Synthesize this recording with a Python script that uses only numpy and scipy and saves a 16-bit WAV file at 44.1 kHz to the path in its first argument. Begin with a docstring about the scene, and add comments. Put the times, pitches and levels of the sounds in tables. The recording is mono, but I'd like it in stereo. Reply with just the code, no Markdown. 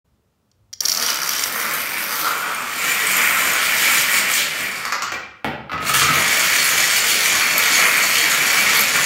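"""A bright, clicking rattle of falling dominoes: a row of clear plastic tiles gathers speed, runs through
fields of opaque ones, knocks over wooden blocks of growing size and brings down a stacked wall.
The contacts click, ring the tiles, slap the air between their faces and thump the table.
A bare, live room answers, heard in stereo as from two spaced microphones."""
import sys
import numpy as np
from scipy import signal
from scipy.fft import rfft, irfft, next_fast_len
from scipy.io import wavfile
from scipy.ndimage import map_coordinates

SR = 44100
rng = np.random.default_rng(int(sys.argv[2]) if len(sys.argv) > 2 else 0)


def generate_wav(signal):
    """Clip the signal to [-1, 1] and save it as 16-bit WAV at the path in sys.argv[1]."""
    frames = np.transpose(np.atleast_2d(signal))
    scaled = np.clip(frames, -1, 1) * 32767
    pcm = np.round(scaled).astype(np.int16)
    wavfile.write(sys.argv[1], SR, pcm)


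N = 399105

# ring of a clear tile: (frequency [Hz], width [Hz], level [dB])
CLEAR_RING = [(3120, 300, -7), (4380, 200, -5), (4750, 350, -6), (5680, 200, 0), (6210, 130, -7),
              (7000, 500, -8), (9000, 500, -12), (10060, 170, -11), (10960, 170, -11), (13000, 150, -3),
              (14140, 190, -8), (15500, 400, -12)]
# air slapped between clear faces, and between opaque ones: (frequency [Hz], width [Hz], level [dB])
CLEAR_SLAP_MODES = [(1340, 240, -9), (1720, 1120, 7.5), (2340, 410, 12.5), (2690, 400, -15.5)]
OPAQUE_SLAP_MODES = [(1128, 435, -11), (1378, 268, -4.5), (1880, 320, -2), (2300, 220, 1),
                     (2880, 400, -22.5)]
# thump of the tabletop: (frequency [Hz], width [Hz], level [dB])
TABLETOP_MODES = [(74, 6, -7), (147.8, 23, -3.5), (197.4, 41, -2), (237.4, 58, -0.5), (358, 55, -5),
                  (426, 88, -2.5), (622, 356, 2), (744, 384, 1.5)]
# tone of a bare contact's crack: (frequency [Hz], gain [dB])
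CRACK_EQ = [(1000, -18.5), (3000, 10), (6000, 6.5), (9000, -0.5), (12000, 5), (16000, 3.5)]


def toppling(run, ring_modes, slap_modes, per_s, uneven_db, spread, crack_db, gain_db, ring_db,
             glint, thump_db, flicker_db):
    """Tiles about the moving front collide at random, a few much harder than the rest.
    glint: (offset from the slap [dB], extra share of the slap's swing, share of the ring curve)."""
    slap_db, bright_db = in_time(run)
    swing_db = slap_db - np.mean(run, axis=0)[1]
    glint_db = slap_db + glint[0] + glint[1] * swing_db + glint[2] * bright_db
    time = np.arange(N) / SR
    gate = np.clip(np.minimum(time - run[0][0], run[-1][0] - time) / 0.0056, 0, 1)
    at = np.flatnonzero((rng.random(N) < per_s / SR) & (gate > 0))
    aside = spread * rng.standard_normal(N)[at]
    force_db = uneven_db * np.minimum(rng.exponential(1, N), 4)
    sizes = (from_db(force_db) * rng.choice([-1, 1], N))[at]
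    ring = rms_one(strike(ring_modes, at, sizes, 6.8, aside))
    ring = rms_one(ring + from_db(crack_db) * rms_one(crack(at, sizes, aside)))
    top = rms_one(filtered(ring, 4, 9000, "high"))
    body = rms_one(filtered(ring, 4, 9000, "low"))
    hollow, slap = (rms_one(strike(m, at, sizes, 4.0, aside)) for m in split_modes(slap_modes, 1600))
    thump = strike(TABLETOP_MODES, at, sizes, 5.23)
    thump = rms_one(filtered(thump, 2, 55, "high"))   # the thump carries little below about 55 Hz
    # the slap's hollow low end: (time [s], level against the slap [dB])
    hollow_curve = [(0.8, -16), (1.1, 3.5), (1.35, -13.5), (1.65, -2), (1.97, -22), (2.15, 2), (2.35, 4),
                    (2.6, 3), (2.85, -8), (3.45, -3.5), (4.1, -9.5), (4.6, -8), (4.9, 3.5), (6.0, -5.5),
                    (6.6, -8), (9.05, -7.5)]
    layers = [(slap_db + bright_db + ring_db, body), (glint_db, top),
              (slap_db + in_time(hollow_curve)[0], hollow), (thump_db + 0.56 * swing_db, thump)]
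    # each layer wavers on its own as different tiles take over
    wavering = sum(from_db(db + flicker_db * drift(rate_hz=8.0)) * x for db, x in layers)
    return np.sqrt(np.mean(gate)) * gate * from_db(gain_db) * (from_db(slap_db) * slap + wavering)


def clear_row():
    """The opening row falls in a glassy rattle with little table thump."""
    # (time [s], slap level [dB], ring against slap [dB])
    run = [(0.81, -30, -7), (0.93, -31.5, -2), (1.08, -26.5, 8.5), (1.17, -33, -1.5), (1.34, -26.5, 2),
           (1.54, -28.5, -3.5), (1.65, -26.5, -4), (1.8, -30, -4.5), (1.97, -24.5, -7), (2.1, -27.5, -1.5),
           (2.28, -25.5, -9), (2.42, -52, 1)]
    return toppling(run, CLEAR_RING, CLEAR_SLAP_MODES, per_s=1300, uneven_db=4.0, spread=3.2,
                    crack_db=2.5, gain_db=-2.0, ring_db=-1.0, glint=(4.0, -.7, .05),
                    thump_db=-43.5, flicker_db=2.0)


def opaque_fields():
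    """Many tiles fall side by side in a wider, denser, more even rattle."""
    # (time [s], slap level [dB], ring against slap [dB])
    run = [(2.3, -29, -2.5), (2.63, -30.5, -3), (2.74, -28, -0.5), (2.87, -19, -6.5), (2.95, -23, -2),
           (3.26, -17, -5.5), (3.48, -21.5, -1), (3.61, -23, -1), (3.9, -17, -3.5), (4.0, -24, 4),
           (4.06, -23, -4.5), (4.16, -19, 1), (4.26, -23.5, -6.5), (4.33, -21.5, 1.5), (4.36, -22, 7),
           (4.48, -30, -3), (4.6, -25, -5), (4.91, -36.5, -2)]
    # ring of an opaque tile: (frequency [Hz], width [Hz], level [dB])
    ring_modes = [(3210, 540, -2.5), (4404, 240, 2.5), (5500, 710, -28), (7180, 320, 3), (8230, 400, -3),
                  (9100, 560, -2.5), (10400, 250, -21), (11900, 400, -6), (11900, 800, -11.5),
                  (13300, 660, -2.5), (14400, 500, -19), (15600, 500, -6)]
    return toppling(run, ring_modes, OPAQUE_SLAP_MODES, per_s=1600, uneven_db=1.5, spread=6.0,
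                    crack_db=2.0, gain_db=-1, ring_db=-1.5, glint=(-2.5, .4, .9),
                    thump_db=-40.5, flicker_db=1.5)


def stacked_wall(ring_modes):
    """Stacked tiles crash down unevenly and thump the table harder."""
    # (time [s], slap level [dB], ring against slap [dB])
    run = [(5.8, -34.5, -10), (5.89, -21, -1.5), (5.93, -37, 4), (5.94, -21.5, 2.5), (6.0, -25, 3),
           (6.08, -19, -5.5), (6.32, -19.5, -2), (6.98, -21.5, 0.5), (7.03, -21.5, -6), (7.05, -19, 0),
           (7.08, -26.5, 9), (7.13, -22, -1), (7.15, -23, 0), (7.33, -19, -4), (7.56, -19.5, -5.5),
           (7.58, -20.5, 0.5), (7.84, -17, -4.5), (7.86, -21, 0), (8.0, -16.5, -6), (8.02, -20.5, -0.5),
           (8.76, -17, -4.5), (8.93, -27.5, 4), (8.95, -14, -10.5), (9.05, -25, 5)]
    return toppling(run, ring_modes, OPAQUE_SLAP_MODES, per_s=1500, uneven_db=3.5, spread=6.0,
                    crack_db=0.0, gain_db=-1.5, ring_db=1.5, glint=(-3.0, .05, .9),
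                    thump_db=-37.5, flicker_db=1.5)


def clear_clicks(rows, length_s, ring_db, glint_db, slap_db, crack_db, scatter_db):
    """Single clear tiles click above the rattle, each with its own share of glint and slap."""
    # the tone shifts as the row runs away: (time [s], glint [dB], slap [dB])
    receding = [(0.73, -21.5, -14), (0.93, -18, -29.5), (1.12, -11, -12), (1.45, -20, -23)]
    at, sizes, row = chatter(rows, length_s, fade_db=2.5, count=6)
    shares = from_db(scatter_db * rng.standard_normal((len(rows), 2)))[row].T
    glint, slap = shares * from_db(in_time(receding))[:, at.astype(int)]
    body_modes, glint_modes = split_modes(CLEAR_RING, 8800)
    return (from_db(ring_db) * strike(body_modes, at, sizes, 2.9)
            + from_db(glint_db) * strike(glint_modes, at, sizes * glint, 0.67)
            + from_db(crack_db) * crack(at, sizes * np.sqrt(glint))
            + from_db(slap_db) * strike(CLEAR_SLAP_MODES, at, sizes * slap, 2))


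def first_tiles():
    """The first tiles gather speed; a few later ones land hard."""
    # (time [s], level [dB])
    landings = [(0.515, -43.5), (0.7294, -16), (0.7336, -15), (0.8055, -0.5), (0.8527, 0), (0.8564, 0.5),
                (0.8834, -1), (0.895, 0.5), (0.8984, -17), (0.9178, 0), (0.9254, -7), (0.948, -5),
                (0.9725, -4), (0.9985, -8), (1.0246, -1.5), (1.0465, -12.5), (1.0632, -5), (1.079, -13),
                (1.0894, -34.5), (1.102, -2), (1.2908, -2.5), (1.3344, -10), (1.4376, 0), (1.6, -11)]
    return clear_clicks(landings, length_s=.0035, ring_db=21.5, glint_db=34.5, slap_db=16.5,
                        crack_db=-14, scatter_db=6.0)


def ticking(start_s, every_s, count):
    """At full speed the clear row ticks almost evenly."""
    jitter = rng.standard_normal((count, 2))
    times = start_s + every_s * np.arange(count) + .0006 * jitter[:, 0]
    levels_db = -11.5 + 2.2 * jitter[:, 1]
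    return clear_clicks(list(zip(times, levels_db)), length_s=.002, ring_db=20.5, glint_db=33,
                        slap_db=23, crack_db=-3, scatter_db=3.0)


def wooden_blocks():
    """Each block knocks and rings on a note set by its size; the heavier ones shake the table."""
    # (time [s], level [dB], crack [dB], thump [dB], note [Hz], note level [dB])
    knocks = [(4.827, -23, -15, -29, 1410, -4), (4.852, -8, -22, -34, 1110, 0),
              (4.923, -2, -29, -37, 1094, -24), (5.022, -10, 6.5, -28, 1400, -5),
              (5.12, -9.5, 0, -16.5, 2280, -21), (5.139, -20, -15, -16, 2350, 15),
              (5.445, -10.5, -19, -4, 1950, -4), (5.696, -23, -11, -24, 1270, 17),
              (5.717, -15, -33, -15, 1252, 12.5), (5.732, -17, -24, -12, 1277, 7.5),
              (5.779, -19.5, -25, -12, 1300, -4), (5.827, -20, -1, -8, 1230, 6),
              (5.895, -10.5, -12, -16, 1270, 11), (5.943, -4.5, -1.5, -25.5, 2300, 3),
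              (6.018, -3.5, -12, -23, 1290, 4), (6.09, -10.5, -15, -14.5, 1280, 10),
              (6.139, -12, 1, -38.5, 1240, -6)]
    # woody body of a knock: (frequency [Hz], width [Hz], level [dB])
    wood_modes = [(527, 530, -14.5), (844, 110, -5.5), (1100, 230, 5), (1400, 600, 2.5), (1950, 160, 7),
                  (2300, 870, 1), (3600, 1340, -2.5), (4680, 1720, -6)]
    at, sizes, row = chatter(knocks, length_s=.011, fade_db=8.0, count=8)
    crack_db, thump_db = np.array(knocks)[row, 2:4].T
    # later blocks are bigger and reach the table's deepest modes
    deep = from_db(0.63 * thump_db + 15.5 * (at / SR - knocks[-1][0]))
    deep_modes, thump_modes = split_modes(TABLETOP_MODES, 150)
    push = np.abs(sizes)   # the table is always pushed down
    notes = sum(strike([(hz, 30, db)], at[row == k][:1], push[row == k][:1], 0.75)   # first touch only
                for k, (*_, hz, db) in enumerate(knocks))
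    dull_crack = filtered(crack(at, sizes * from_db(crack_db)), 2, 7200, "low")   # softer than plastic
    return (from_db(21.5) * strike(wood_modes, at, sizes, 0.56)
            + from_db(31.5) * notes + from_db(9.0) * dull_crack
            + from_db(39) * strike(thump_modes, at, push * from_db(thump_db), 0.31)
            + from_db(47.5) * strike(deep_modes, at, push * deep, 0.55))


def loose_pings(ring_modes, width_hz, ping_db, ring_db, crack_db):
    """A loose tile struck on an edge or corner sounds one mode far above the rest."""
    # (time [s], level [dB], pitch [Hz])
    pings = [(2.4214, -12, 11500), (2.5466, -8, 9100), (3.1158, 4, 11000), (3.169, 7, 11700),
             (3.5346, 6, 6700), (3.981, 2, 7040), (4.338, 7, 7190), (4.853, -2, 4500), (5.8685, -5, 4020),
             (5.9676, -18, 4060), (6.2525, -37, 4280), (6.297, -24, 4370), (6.6287, 0, 6760),
             (6.6594, 2, 14100), (6.937, -11, 6600), (7.1521, -8, 6700), (7.3567, -17, 4350),
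             (7.58, 8, 12950), (7.6194, -24, 4300), (7.7714, -25, 4400), (8.182, 3, 4330), (8.775, 6, 4440),
             (8.809, 3, 13200)]
    at, sizes, row = chatter(pings, length_s=0.0035, fade_db=4.0, count=4)
    notes = sum(strike([(hz, width_hz, 0)], at[row == k], sizes[row == k], 0.46)
                for k, (_, _, hz) in enumerate(pings))
    return (from_db(ping_db) * notes + from_db(ring_db) * strike(ring_modes, at, sizes, 5.4)
            + from_db(crack_db) * crack(at, sizes))


def link_row(start_s, end_s, per_s):
    """A lone row leads from the fields to the blocks, its quick contacts ringing thinly."""
    # (frequency [Hz], width [Hz], level [dB])
    thin_modes = [(4570, 350, -0.5), (9930, 150, -4.5), (11400, 140, -6)]
    time = np.arange(N) / SR
    at = np.flatnonzero((rng.random(N) < per_s / SR) & (time > start_s) & (time < end_s))
    return from_db(14.5) * strike(thin_modes, at, rng.standard_normal(N)[at] / 10, 5.0)


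def chatter(rows, length_s, fade_db, count):
    """A face never lands flat: a first touch, then weaker ones. Gives times [samples], sizes, rows."""
    draw = rng.random((len(rows), 2 * count))
    rebound = np.arange(count) > 0
    late = draw[:, :count] * rebound
    at = (np.array(rows)[:, :1] + length_s * late) * SR
    sizes = from_db(np.array(rows)[:, 1:2] - fade_db * (late + rebound)) * np.sign(draw[:, count:] - .5)
    return at.ravel(), sizes.ravel(), np.repeat(np.arange(len(rows)), count)


def strike(modes, at, sizes, scatter_db, spread=0):
    """Each contact rings every mode with a strength of its own."""
    strength = from_db(scatter_db * rng.standard_normal((len(at), len(modes))))
    out = 0
    for k, (hz, width, level_db) in enumerate(modes):
        r = np.exp(-np.pi * width / SR)
        poles = [1, -2 * r * np.cos(2 * np.pi * hz / SR), r * r]
        gain = from_db(level_db) * (1 - r * r) / 2 * (-1) ** k
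        out = out + signal.lfilter([gain, 0, -gain], poles, place(at, sizes * strength[:, k], spread))
    return out


def crack(at, sizes, spread=0):
    """The bare snap of contact: each click becomes a sharp, minimum-phase pulse."""
    hz = np.maximum(np.fft.rfftfreq(4096, 1 / SR), 1)
    cepstrum = irfft(np.log(from_db(at_hz(CRACK_EQ, hz))))
    cepstrum[1:2048] *= 2   # folded onto positive times, so nothing sounds before the hit
    pulse = irfft(np.exp(rfft(cepstrum[:2048], 4096)))
    size = next_fast_len(N + 4096)
    return irfft(rfft(place(at, sizes, spread), size) * rfft(pulse, size), size)[..., :N]


def place(at, sizes, spread=0):
    """Clicks panned and delayed to follow the action; spread [samples] shifts each aside."""
    # (time [s], lag of the left channel [samples], left over right [dB])
    path = [(0, 9.5, 18), (1.2, 7.5, -6), (1.7, 4, 5), (2.2, -10.5, 2), (3.2, -5.5, 3.5), (4.2, 0, 6.5),
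            (4.8, 7.5, 3), (5.8, 2, 2.5), (7, 0, 3.5), (9.05, -3.5, 1)]
    times, lags, pans = np.transpose(path)
    lag, pan_db = (np.interp(at / SR, times, c) for c in (lags, pans))
    out = np.full((2, N), 1e-18)
    for channel, side in enumerate((.5, -.5)):
        arrival = np.clip(np.round(at + side * (lag + spread)).astype(int), 0, N - 1)
        np.add.at(out[channel], arrival, sizes * from_db(side * (pan_db - 0.066 * spread)))
    return out


def room(send, first_s, step_s, count):
    """Dense reflections die away band by band; their pattern shifts each step as the action moves."""
    # (frequency [Hz], time to fall 60 dB [s])
    decay = [(100, 0.83), (500, 0.63), (2000, 0.7), (5000, 0.52), (10000, 0.19), (16000, 0.32)]
    length = int(.55 * SR)
    time = np.arange(length) / SR
    turn = np.arange(N) / SR / step_s
    bands = list(stereo_bands(count * length))
    out = 0
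    for k in range(count):
        tail = sum(band[:, k * length:(k + 1) * length] * from_db(-60 * time / at_hz(decay, hz))
                   for hz, band in bands)
        tail = tail * np.clip(time / first_s - 1, 0, 1) / np.sqrt(SR)
        steps_away = np.abs((turn - k + count / 2) % count - count / 2)
        crossfade = np.sqrt(np.clip(1 - steps_away, 0, 1))
        out = out + signal.oaconvolve(crossfade * send.mean(axis=0, keepdims=True), tail, axes=1)[:, :N]
    return out


def room_tone():
    """Steady air and microphone hiss over a low rumble that wavers at the start."""
    # colour of the air: (frequency [Hz], relative level [dB])
    air_eq = [(18, -49), (30, -25.5), (85, -15), (249, -10.5), (359, -35), (410, -15), (518, -14.5),
              (622, -25.5), (1050, -21.5), (1680, -29), (15500, -40)]
    # (time [s], level [dB])
    rumble_curve = [(0.04, -74), (0.124, -58), (0.152, -73), (0.508, -78), (0.596, -56), (0.8, -66.5)]
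    bands = list(stereo_bands(N))
    air = rms_one(sum(from_db(at_hz(air_eq, hz)) * band for hz, band in bands))
    rumble = rms_one(sum(band for hz, band in bands[2:4]))
    return from_db(-66) * air + from_db(in_time(rumble_curve)[0]) * rumble


def stereo_bands(length):
    """Half-octave noise bands, as alike left and right as the microphone spacing allows."""
    # (frequency [Hz], left-right correlation [0-1])
    likeness = [(60, 0.98), (150, 1), (300, 0.92), (600, 0.62), (1200, 0.02), (16000, 0.24)]
    edges = 30 * 2 ** np.arange(0, 9.6, .5)
    white = rng.standard_normal((2, 2, length))
    for k, (low, high) in enumerate(zip(edges, edges[1:])):
        mid, side = filtered(white[k % 2], 2, [low, high], "band")
        hz = np.sqrt(low * high)
        alike = at_hz(likeness, hz)
        yield hz, np.sqrt(1 + alike) * mid + np.sqrt(1 - alike) * side * [[1], [-1]]


def drift(rate_hz):
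    """A slow wobble: random points joined smoothly."""
    return map_coordinates(rng.standard_normal(256), [np.arange(N) / SR * rate_hz * 2], order=3)


def split_modes(modes, edge_hz):
    """Modes under and over an edge."""
    return [m for m in modes if m[0] < edge_hz], [m for m in modes if m[0] >= edge_hz]


def filtered(x, order, hz, kind):
    """A low-, high- or band-pass with a flat passband."""
    return signal.sosfilt(signal.butter(order, hz, kind, fs=SR, output="sos"), x)


def from_db(db):
    """Gain of a level."""
    return 10 ** (np.asarray(db) / 20)


def rms_one(x):
    """Scaled to unit rms."""
    return x / np.sqrt(np.mean(x ** 2) + 1e-20)


def in_time(rows):
    """Columns of a curve at every sample."""
    times, *columns = np.transpose(rows)
    return [np.interp(np.arange(N) / SR, times, c) for c in columns]


def at_hz(points, hz):
    """A curve read on a log frequency axis."""
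    return np.interp(np.log(hz), np.log(np.array(points)[:, 0]), np.array(points)[:, 1])


def scene():
    """Clear row, fields, blocks and wall, each with its send to the room."""
    # ring of the wall's tiles and the loose ones: (frequency [Hz], width [Hz], level [dB])
    tile_ring = [(3300, 510, -13), (4400, 103, 2), (5730, 640, -17), (6560, 130, -2), (7040, 570, -9.5),
                 (8560, 360, -7), (9760, 370, -11), (10790, 310, -5.5), (11500, 210, -12), (13260, 300, -5),
                 (14200, 200, -16), (15400, 600, -8)]
    clicks = first_tiles() + ticking(start_s=1.1144, every_s=.01469, count=22)
    pings = loose_pings(tile_ring, width_hz=200, ping_db=20, ring_db=8.5, crack_db=-23)
    link = link_row(start_s=4.44, end_s=4.97, per_s=350)
    rattle = link + clear_row() + opaque_fields() + stacked_wall(tile_ring)
    wood = wooden_blocks()
    # short clicks and pings feed the room less than the rattle
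    send = from_db(3.5) * clicks + from_db(11) * pings + from_db(17.0) * rattle + from_db(18.5) * wood
    reverb = room(send, first_s=0.0017, step_s=.05, count=11)
    return clicks + pings + rattle + wood + reverb + room_tone()


def record(dry):
    """A quick fade-in a moment after the start, rounded peaks and a steep cut of the very top."""
    fade_in = np.clip((np.arange(N) / SR - 0.043) / .01, 0, 1)
    high_cut = signal.ellip(12, .5, 75, 15740, fs=SR, output="sos")
    return signal.sosfilt(high_cut, .95 * np.tanh(dry * fade_in / .95))


dry = scene()
out = record(dry)
generate_wav(out)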